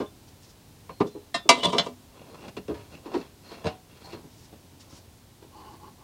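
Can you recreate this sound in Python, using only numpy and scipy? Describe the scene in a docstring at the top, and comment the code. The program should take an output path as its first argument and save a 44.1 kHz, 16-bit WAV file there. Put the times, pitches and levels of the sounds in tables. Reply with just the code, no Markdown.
"""Woodwork at a shaving horse by a log wall, outdoors: a mallet clatters to rest among sticks and tools,
a billet is slid under the clamp head, then a drawknife scrapes in light strokes.
Blows are ringing pitches over a dense crowd of short ones; rubbing is uneven noise through wood resonances.
Loose sleeves brush, a blade rings faintly, and behind lie quiet air and one thin whistle made of a
wavering sine. The log wall adds a short scattered answer to the work."""
import sys
import numpy as np
from scipy import signal
from scipy.fft import rfft, irfft, next_fast_len
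from scipy.io import wavfile
from scipy.ndimage import uniform_filter1d, map_coordinates

SR = 44100
rng = np.random.default_rng(int(sys.argv[2]) if len(sys.argv) > 2 else 0)


def unload_audio(sound):
    """Save the sound as a 16-bit wav file, at the path given as the first command line argument."""
    columns = np.transpose(np.atleast_2d(sound))
    # keep every value between -1 and 1, then stretch to whole-number steps
    steps = np.round(np.clip(columns, -1, 1) * 32767)
    wavfile.write(sys.argv[1], SR, steps.astype(np.int16))


N = 265923  # length in samples
T = np.arange(N) / SR  # time of each sample, s


def amp(db):
    """Turn decibels into a gain."""
    return 10 ** (np.asarray(db) / 20)


def unit(x):
    """Scale x to an rms of 1."""
    return x / np.sqrt(np.mean(x ** 2) + 1e-20)


def curves(rows):
    """Draw one smooth-running value per sample for each column after the time."""
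    s, *columns = np.transpose(rows)
    return [np.interp(T, s, column) for column in columns]


def during(rows):
    """Give 1 while a curve lasts and 0 elsewhere, with soft ends."""
    inside = (T >= rows[0][0]) & (T <= rows[-1][0])
    return uniform_filter1d(1.0 * inside, size=400)


def wobble(rate):
    """Draw a smooth random curve with `rate` knots a second."""
    knots = rng.standard_normal(int(N * rate / SR) + 4)
    return map_coordinates(knots, [T * rate])


def filtered(x, response):
    """Multiply the spectrum of x by a response that depends on frequency."""
    m = next_fast_len(len(x) + 8192)
    hz = np.fft.rfftfreq(m, 1 / SR)
    return irfft(rfft(x, m) * response(hz), m)[:len(x)]


def coloured(x, spectrum):
    """Shape x through (pitch_hz, level_db) points, then bring it to rms 1."""
    points_hz, points_db = np.transpose(spectrum)

    def response(hz):
        return amp(np.interp(np.log(hz + 1), np.log(points_hz + 1), points_db))

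    return unit(filtered(x, response))


def resonate(x, peaks):
    """Send x through parallel resonances with alternating signs."""
    def response(f):
        total = 0
        for k, (centre, width, db) in enumerate(peaks):
            resonance = 1j * f * width / (centre * centre - f * f + 1j * f * width)
            total = total + (-1) ** k * amp(db) * resonance
        return total

    return filtered(x, response)


def band(x, lo_hz, hi_hz):
    """Keep the range between two pitches, using only past samples."""
    edges = [lo_hz, min(hi_hz, SR / 2 - 1)]
    return signal.sosfilt(signal.butter(3, edges, "bandpass", fs=SR, output="sos"), x)


def add(track, s, sound):
    """Mix a sound into the track at time s."""
    part = track[max(round(s * SR), 0):][:len(sound)]
    part += sound[:len(part)]


def crowd_of_modes(t, count):
    """Sum many weak ringing pitches with random pitches, strengths and phases."""
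    lines = np.zeros(len(t) // 2 + 1, complex)
    places = rng.integers(1, len(lines), count)
    lines[places] = rng.standard_normal(count) * np.exp(2j * np.pi * rng.random(count))
    return unit(irfft(lines, len(t)))


def contact(db, weight_db, bright_db, rap_db):
    """Set the four register levels: a heavy blow adds bass, a hard one tilts up the mids and treble."""
    return db + np.array([weight_db, 0, bright_db / 2 + rap_db, bright_db])


# The four registers of a blow, from bass to treble: low_hz, high_hz
REGISTERS = [(60, 250), (250, 600), (600, 1400), (1400, 17000)]


def blow(modes, spectrum, levels_db, rise, t60, ring_db, hold, treble_damping):
    """Strike wood: clear pitches ring over a crowd of short ones, and the contact drives each register."""
    t = np.arange(SR // 4) / SR
    head = slice(0, SR // 50)  # the first 20 ms set the loudness
    ring = 0
    for hz, db, life in modes:
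        decay = amp(db + rng.normal(0, 1) - 60 * t / life)
        ring = ring + decay * np.sin(2 * np.pi * (hz * t + rng.random()))
    # a first sharp crack, then the parts chatter against each other for a moment and ring freely
    chatter = rng.standard_normal(len(t)) * (amp(-200 * t) + 2.2 * np.exp(-t / .0012))
    crowd = coloured(chatter + .7 * crowd_of_modes(t, count=600), spectrum)
    crowd = crowd * amp(-60 * np.maximum(t - hold, 0) / t60)
    # the range above about 4 kHz dies away faster, by treble_damping dB per s
    treble = filtered(crowd, lambda hz: 1 / (1 + (4000 / (hz + 1)) ** 4))
    crowd = crowd - treble * (1 - amp(-treble_damping * t))
    sound = crowd / crowd[head].std() + amp(ring_db) * ring / ring[head].std()
    sound = sound * (1 - np.exp(-t / max(rise, 1e-4)))
    parts = [band(sound, lo, hi) for lo, hi in REGISTERS]
    return sum(amp(db) * part / part[head].std() for db, part in zip(levels_db, parts))


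def pushes(rows, shape):
    """Draw a gain curve per level column: each push takes hold, changes steadily to its level, lets go."""
    attack_s, swell_db_per_s, release_s = shape
    power = 0
    for start, length, *levels_db in rows:
        t = np.maximum(T - start, 0)
        swell_db = swell_db_per_s * np.minimum(t - length, 0)
        release_db = -60 * np.maximum(t - length, 0) / release_s
        course = (1 - np.exp(-t / attack_s)) * amp(swell_db + release_db)
        power = power + np.outer(amp(levels_db), course) ** 2
    return np.sqrt(power)


def friction(gains, spectrum, peaks, ring_db, judder_db, wander_db):
    """Rub wood: its fibres catch and let go unevenly, and shake the wood's resonances."""
    low, high = gains
    force = rng.standard_normal(N) * amp(judder_db * (wobble(60) + wobble(400)))
    # the contact point travels, so it favours now one set of resonances, now another
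    ring = sum(amp(wander_db * wobble(25)) * resonate(force, peaks[k::3]) for k in range(3))
    sound = coloured(force, spectrum) + amp(ring_db) * unit(ring)
    return low * unit(band(sound, 149, 1520)) + high * unit(band(sound, 1116, 15000))


def tone(rows, waver):
    """Sing one thin tone that is unsteady in pitch and level."""
    hz, db = curves(rows)
    phase = 2 * np.pi * np.cumsum(hz * (1 + waver * wobble(300))) / SR
    return during(rows) * amp(db + 3.0 * wobble(37.0)) * unit(np.sin(phase))


# Dull blows on the bench, levels before the trim; bass and treble are relative to level_db:
# start_s, level_db, bass_weight_db, brightness_db, decay_60db_s
BENCH_BLOWS = [(0, -26.5, -10, -18.5, 0.18), (1.0018, -17, -9.5, -23, 0.059), (1.043, -33, -5, -29, 0.16),
               (1.149, -35.5, -16, -34, 0.2), (1.451, -37, -27, -33, 0.33), (2.569, -33, -8, -27, 0.097),
               (2.683, -29.5, -10.5, -37, 0.067), (2.698, -28.5, -10.5, -26.5, 0.18),
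               (2.741, -41.5, -5, -9, 0.43), (3.057, -37, -19, -16, 0.091), (3.074, -39, -19, -28, 0.32),
               (3.139, -23.5, -18, -17.5, 0.083), (3.151, -25.5, -15, -25, 0.096),
               (3.166, -34, -6, -20, 0.31), (3.508, -41.5, -9.5, -9.5, 0.37), (4.129, -37, -8, -15.5, 0.33),
               (4.18, -48, -3, -26, 0.51), (4.238, -48, 0.5, -24, 0.11), (4.524, -46.5, -3, -15.5, 0.087),
               (4.924, -57.5, 10, -13, 0.046), (5.422, -48, -12.5, -12, .15)]
# Ringing pitches of the plank: pitch_hz, level_db, decay_60db_s (at longest)
BENCH_MODES = [(165, -10, .13), (285, -8, .11), (330, 0, .12), (365, -6, .1), (413, 0, .13), (455, -8, .1),
               (580, -17, .11), (700, -15, .12), (975, -8, .09), (1170, -15, .09), (2760, -22, .09)]
# Crowd of short pitches in a dull body: pitch_hz, level_db_per_hz
DULL_CROWD = [(40, -31), (80, -9), (200, -9), (390, -7), (580, -14.5), (1000, -8.5), (1350, -22),
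              (2800, -23.5), (4300, -25.5), (8400, -41.5), (15000, -66)]


def bench_knocks():
    """The billet and the clamp head knock on the heavy plank, which answers softly."""
    out = np.zeros(N)
    for s, db, weight_db, bright_db, t60 in BENCH_BLOWS:
        levels_db = contact(db, weight_db, bright_db, rap_db=1)
        # a billet that stays pressed down damps the plank
        modes = [(hz, level, min(life, t60)) for hz, level, life in BENCH_MODES]
        add(out, s, blow(modes, DULL_CROWD, levels_db, rise=.0025, t60=t60,
                         ring_db=-1.5, hold=0.017, treble_damping=110))
    return amp(-1.5) * out


# Colour of the forest air: pitch_hz, level_db_per_hz
AIR_COLOUR = [(15, -39.5), (25, -16.5), (92, 0), (185, -8.5), (263, -8), (489, -16), (988, -19.5),
              (1190, -24.5), (2000, -26.5), (4030, -25), (16000, -32.5)]


def forest_air():
    """Soft, nearly steady air: coloured noise whose level drifts slightly."""
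    level_db = -53 + 0.47 * wobble(5.0)
    return amp(level_db) * coloured(rng.standard_normal(N), AIR_COLOUR)


# Jogs of the steel blade: start_s, level_db (peak), decay_60db_s
BLADE_CHINKS = [(.062, -50, .15), (1.07, -51, .15), (1.345, -44, .65)]


def steel_blade():
    """A jogged blade rings on in one high mode."""
    out = np.zeros(N)
    t = np.arange(SR // 2) / SR
    for s, db, t60 in BLADE_CHINKS:
        add(out, s, amp(db - 60 * t / t60) * np.sin(2 * np.pi * 3530 * t))
    return out


# Brushes of the woollen sleeves: start_s, length_s, level_db
SLEEVE_BRUSHES = [(.275, 0.014, -56), (.39, 0.12, -61), (1.06, 0.01, -51), (4.28, 0.18, -59),
                  (4.793, 0.017, -52.5), (4.89, 0.092, -54.5)]
# Course of each brush: attack_s, swell_db_per_s, release_60db_s
SLEEVE_SHAPE = (0.01, 43, 0.15)
# Colour of the wool: pitch_hz, level_db_per_hz
WOOL_COLOUR = [(1000, -9), (3000, -1), (5500, 6), (8000, -3), (15000, -21)]


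def sleeves():
    """Woollen sleeves brush: soft noise with an uneven level."""
    gain = pushes(SLEEVE_BRUSHES, SLEEVE_SHAPE)[0]
    return gain * amp(2.4 * wobble(50)) * coloured(rng.standard_normal(N), WOOL_COLOUR)


# Hard blows of wood on wood, levels before the trim; treble is relative to level_db:
# start_s, level_db, brightness_db, decay_60db_s (of the crowd), what_rings
WOOD_CLACKS = [(0.8927, -39.5, -5.5, 0.13, "billet"), (1.009, -25.5, -9, 0.024, "billet"),
               (1.0195, -32, -11, 0.034, "billet"), (1.342, -30, 6, 0.18, "handle"),
               (1.4906, -17.5, 9.5, 0.17, "mallet"), (1.57, -32.5, -11.5, 0.1, "mallet"),
               (1.596, -40, 0, .04, "stick"), (1.626, -33.5, -9.5, 0.097, "mallet"),
               (1.6321, -33, 8.5, 0.064, "stick"), (1.644, -29.5, -3, 0.072, "stick"),
               (1.657, -23, -20, 0.2, "stick"), (1.682, -34, -10.5, 0.23, "mallet"),
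               (1.7291, -25, -9, 0.18, "mallet"), (1.746, -22.5, -21.5, 0.28, "mallet"),
               (1.765, -34.5, -10, .15, "mallet"), (1.7823, -29, 12, 0.14, "stick"),
               (1.794, -29, 4.5, 0.16, "stick"), (1.861, -31, -15, 0.08, "mallet"),
               (1.882, -36, -26, 0.076, "mallet"), (3.643, -31.5, -11.5, 0.08, "clamp"),
               (3.656, -24.5, -13, 0.15, "clamp"), (3.668, -30.5, -2, 0.2, "clamp")]
# How each body takes a blow, by name: mids_lift_db, bass_weight_db, rise_s
BODY_TOUCH = {"mallet": (5.8, -9.5, 0.0011), "handle": (4, -7.5, .003), "stick": (.5, -7.5, .0004),
              "clamp": (2.2, -3.5, 0.00033), "billet": (7.7, -5.5, 0.0011)}
# Ringing pitches of mallet, tool handle, stick, clamp head and unclamped billet:
# pitch_hz, level_db (varied a little at each blow), decay_60db_s
MALLET_MODES = [(248, -17, .25), (340, -12, .09), (420, -9, .1), (490, -13, .12), (580, -16, .12),
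                (679, -10, .14), (759, -17, .13), (970, 1, .12), (1022, -3, .1), (1181, -3, .14),
                (2055, -6, .12), (2301, -5, .14), (2705, -9, .15), (2901, -5, .1), (3250, -7, .06),
                (3940, -11, .17), (4699, -7, .1), (5270, -4, .05), (5480, 0, .04), (6126, -5, .05),
                (6821, -13, .11)]
HANDLE_MODES = [(694, -1, .1), (1044, -9, .11), (1200, -7, .1), (1820, -6, .1), (2067, -9, .08),
                (2735, -9, .14), (3235, -8, .1), (3833, -8, .12), (4150, -5, .07), (5150, -17, .15),
                (5500, -11, .05)]
STICK_MODES = [(587, -7, .12), (689, -7, .09), (1035, -9, .12), (2056, -11, 0.08), (2283, -12, .07),
               (2880, -11, .11), (3063, -3, .06), (3273, -7, .08), (3472, -1, .08), (3700, -6, .04),
               (3957, -6, .09), (4075, -4, .09), (4468, -12, .09), (5150, -14, .08), (5426, -13, .08),
               (6401, -18, .12), (7380, -22, .1), (9250, -24, .12)]
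CLAMP_MODES = [(85, -8, .1), (165, -7, .08), (300, -3, .08), (450, 0, .08), (610, -5, .08), (745, -11, .3),
               (980, -8, .06), (1690, -22, .1), (2770, -20, .13), (3450, -22, .07), (3960, -20, .07),
               (6450, -27, .08), (8600, -29, .1)]
BILLET_MODES = [(440, -5, .05), (680, -8, .04), (979, -4, .06), (1036, 0, .07), (1190, -4, .06),
                (2230, -12, .05)]
# Crowds of short pitches in hard bodies, slim sticks and the unclamped billet: pitch_hz, level_db_per_hz
HARD_CROWD = [(100, -34.5), (200, -8.5), (680, -10), (1000, -7.5), (1570, -16), (2090, -11.5), (2530, -16),
              (2840, -13.5), (4000, -9), (5500, -15), (9200, -20), (12500, -44), (16000, -45.5)]
SLIM_CROWD = [(100, -11), (170, -1), (643, -10), (1080, -9), (1510, -13.5), (2090, -15), (2480, -16.5),
              (2950, -7.5), (3990, -15), (4740, -11.5), (9220, -35), (16000, -56)]
BILLET_CROWD = [(80, -16), (390, -5), (1000, -4), (1400, -15), (2200, -11), (4300, -22), (8400, -57),
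                (15000, -70)]


def clacks():
    """The billet raps the clamp; a tool's handle knocks the bench; the mallet drops on sticks; later the clamp
    shuts."""
    bodies = {
        "mallet": (MALLET_MODES, HARD_CROWD),
        "handle": (HANDLE_MODES, HARD_CROWD),
        "stick": (STICK_MODES, SLIM_CROWD),
        "clamp": (CLAMP_MODES, DULL_CROWD),
        "billet": (BILLET_MODES, BILLET_CROWD),
    }
    out = np.zeros(N)
    for s, db, bright_db, t60, name in WOOD_CLACKS:
        rap_db, weight_db, rise = BODY_TOUCH[name]
        levels_db = contact(db, weight_db, bright_db, rap_db)
        add(out, s, blow(*bodies[name], levels_db, rise, t60, ring_db=5, hold=.011, treble_damping=200))
    return amp(-3.5) * out


# Path of the whistle: time_s, pitch_hz, level_db
WHISTLE_PATH = [(.9, 4330, -66), (.97, 4210, -66), (1.18, 4080, -70), (1.3, 3870, -76)]


def far_whistle():
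    """A faint, far whistle: one thin tone that falls in pitch."""
    return tone(WHISTLE_PATH, waver=0.0074)


# The mallet rocks over the sticks, levels before the trim: start_s, length_s, rumble_db, rasp_db
MALLET_ROCKS = [(1.53, 0.1, -47, -45), (1.63, 0.025, -32.5, -33), (1.68, 0.094, -43, -46),
                (1.83, 0.046, -47, -49)]
# Course of each rock: attack_s, swell_db_per_s, release_60db_s
MALLET_ROCK_SHAPE = (0.0063, 10, 0.14)


def rocking_mallet():
    """The mallet rolls over the sticks, and the friction shakes the resonances of both."""
    # a mode's width in Hz follows from its decay time
    peaks = [(hz, np.log(1000) / np.pi / t60, db)
             for hz, db, t60 in [*MALLET_MODES, *STICK_MODES] if hz < 5000]
    gains = pushes(MALLET_ROCKS, MALLET_ROCK_SHAPE)
    return amp(5.5) * friction(gains, HARD_CROWD, peaks, ring_db=4, judder_db=3, wander_db=3.5)


# Thin tones of the rocking mallet, one path each: first a squeak, then a high mode of the mallet that swells:
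# time_s, pitch_hz, level_db
SQUEAK_PATHS = [
    [(1.597, 2850, -49), (1.607, 2965, -38), (1.628, 2960, -40.5), (1.641, 2945, -43), (1.665, 3000, -46)],
    [(1.638, 3900, -42), (1.666, 3957, -34.5), (1.7, 3880, -67)],
]


def mallet_squeaks():
    """The rocking mallet squeaks on the sticks, then one of its high modes swells: thin, gliding tones."""
    return sum(tone(rows, waver=0.014) for rows in SQUEAK_PATHS)


# The billet is shoved through hand and clamp, levels before the trim: start_s, length_s, rub_db, hiss_db
BILLET_SHOVES = [(2.11, 0.35, -43.5, -51.5), (2.74, 0.064, -49.5, -53.5), (2.9, 0.037, -44, -49.5),
                 (3.03, 0.089, -45.5, -53.5), (3.115, 0.099, -43, -46.5), (3.43, 0.11, -47.5, -48.5),
                 (3.56, 0.15, -42.5, -50), (3.88, 0.15, -56, -56.5), (4.05, 0.063, -48, -48),
                 (4.82, 0.16, -56, -74)]
# Its end catches on the plank with a short scuff, levels before the trim:
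# start_s, length_s, rub_db, hiss_db
BILLET_SCUFFS = [(2.48, 0.013, -41, -44.5), (2.567, 0.011, -43, -39.5), (2.68, 0.021, -61, -46.5),
                 (3.117, 0.021, -35, -44), (4.123, 0.013, -50, -42)]
# Course of each shove and of each scuff: attack_s, swell_db_per_s, release_60db_s
BILLET_SHOVE_SHAPE = (.016, 30, .26)
BILLET_SCUFF_SHAPE = (0.00044, 0, 0.054)
# Colour of the rubbing: pitch_hz, level_db_per_hz
RUB_COLOUR = [(88, -54), (150, 8.5), (410, -9), (860, -2.5), (964, -65), (1280, -9), (4230, -24),
              (5120, -17), (14000, -43)]
# Resonances of the loose billet: pitch_hz, width_hz, level_db
BILLET_PEAKS = [(400, 150, -2), (540, 70, -7), (1000, 110, -2), (1530, 70, -12), (2760, 200, -7),
                (3300, 200, -11), (4250, 300, -13)]


def sliding_billet():
    """The billet rubs and scuffs along the bench, shaking its own resonances."""
    shoves = pushes(BILLET_SHOVES, BILLET_SHOVE_SHAPE)
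    scuffs = pushes(BILLET_SCUFFS, BILLET_SCUFF_SHAPE)
    gains = np.hypot(shoves, scuffs)
    return amp(-1.5) * friction(gains, RUB_COLOUR, BILLET_PEAKS, ring_db=2.5, judder_db=2.2, wander_db=2.5)


# The billet grinds under the clamp head: start_s, length_s, groan_db, whine_db
CLAMP_GRINDS = [(3.44, 0.11, -55.5, -53.5), (4.038, 0.028, -49, -48.5), (4.072, 0.034, -42, -52.5),
                (4.11, 0.072, -63, -63)]
# Course of each grind: attack_s, swell_db_per_s, release_60db_s
CLAMP_GRIND_SHAPE = (.006, 9.7, 0.069)
# Resonances of the pinched billet: pitch_hz, width_hz, level_db
PINCHED_PEAKS = [(786, 65, -6), (975, 60, 0), (4230, 100, -6)]


def grinding_clamp():
    """The billet grinds under the clamp head, and its pinched resonances stand out strongly."""
    gains = pushes(CLAMP_GRINDS, CLAMP_GRIND_SHAPE)
    return friction(gains, RUB_COLOUR, PINCHED_PEAKS, ring_db=12, judder_db=1.5, wander_db=1.5)


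# Drawknife strokes, levels before the trim: start_s, length_s, wood_db, edge_db
KNIFE_STROKES = [(5.505, 0.245, -45.5, -56), (5.79, 0.093, -43, -55.5), (5.97, 0.084, -49, -71)]
# Course of each stroke: attack_s, swell_db_per_s (below zero: it fades), release_60db_s
KNIFE_SHAPE = (0.061, -7, 0.11)
# Colour of the scrape: pitch_hz, level_db_per_hz
SCRAPE_COLOUR = [(150, 6), (330, -10), (620, -17), (950, -13), (1200, 10), (1500, 4), (4400, -26),
                 (12000, -32), (16000, -61)]
# Resonances of the clamped billet: pitch_hz, width_hz, level_db
CLAMPED_PEAKS = [(336, 105, -7), (843, 59, -1), (1020, 87, -2.5), (1170, 180, -5), (3000, 180, -14),
                 (4400, 590, -14.5)]


def drawknife():
    """The edge skims the clamped billet, which answers most strongly near one kilohertz."""
    gains = pushes(KNIFE_STROKES, KNIFE_SHAPE)
    return amp(-1.0) * friction(gains, SCRAPE_COLOUR, CLAMPED_PEAKS, ring_db=8, judder_db=.8, wander_db=1.2)


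def log_wall(x, t60):
    """The round logs scatter a short answer: a fading noise tail that starts after 8 ms."""
    t = np.arange(SR // 2) / SR
    tail = band(rng.standard_normal(len(t)), 130, 4300) * amp(-60 * t / t60) * (t > .008)
    return signal.fftconvolve(x, tail / np.linalg.norm(tail))[:N]


def scene():
    """Mix all the work, its answer from the wall, and the forest."""
    mallet = clacks() + rocking_mallet() + mallet_squeaks()
    billet = sliding_billet() + grinding_clamp()
    work = bench_knocks() + steel_blade() + sleeves() + mallet + billet + drawknife()
    forest = forest_air() + far_whistle()
    return (work + amp(-20.5) * log_wall(work, t60=0.15) + forest)[None]


def record(dry):
    """Round off the loudest peaks smoothly and keep nothing from 15850 Hz up."""
    rounded = dry[0] / (1 + np.abs(dry[0] / 1.05) ** 6) ** (1 / 6)
    return filtered(rounded, lambda hz: hz < 15850)[None]


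dry = scene()
out = record(dry)
unload_audio(out)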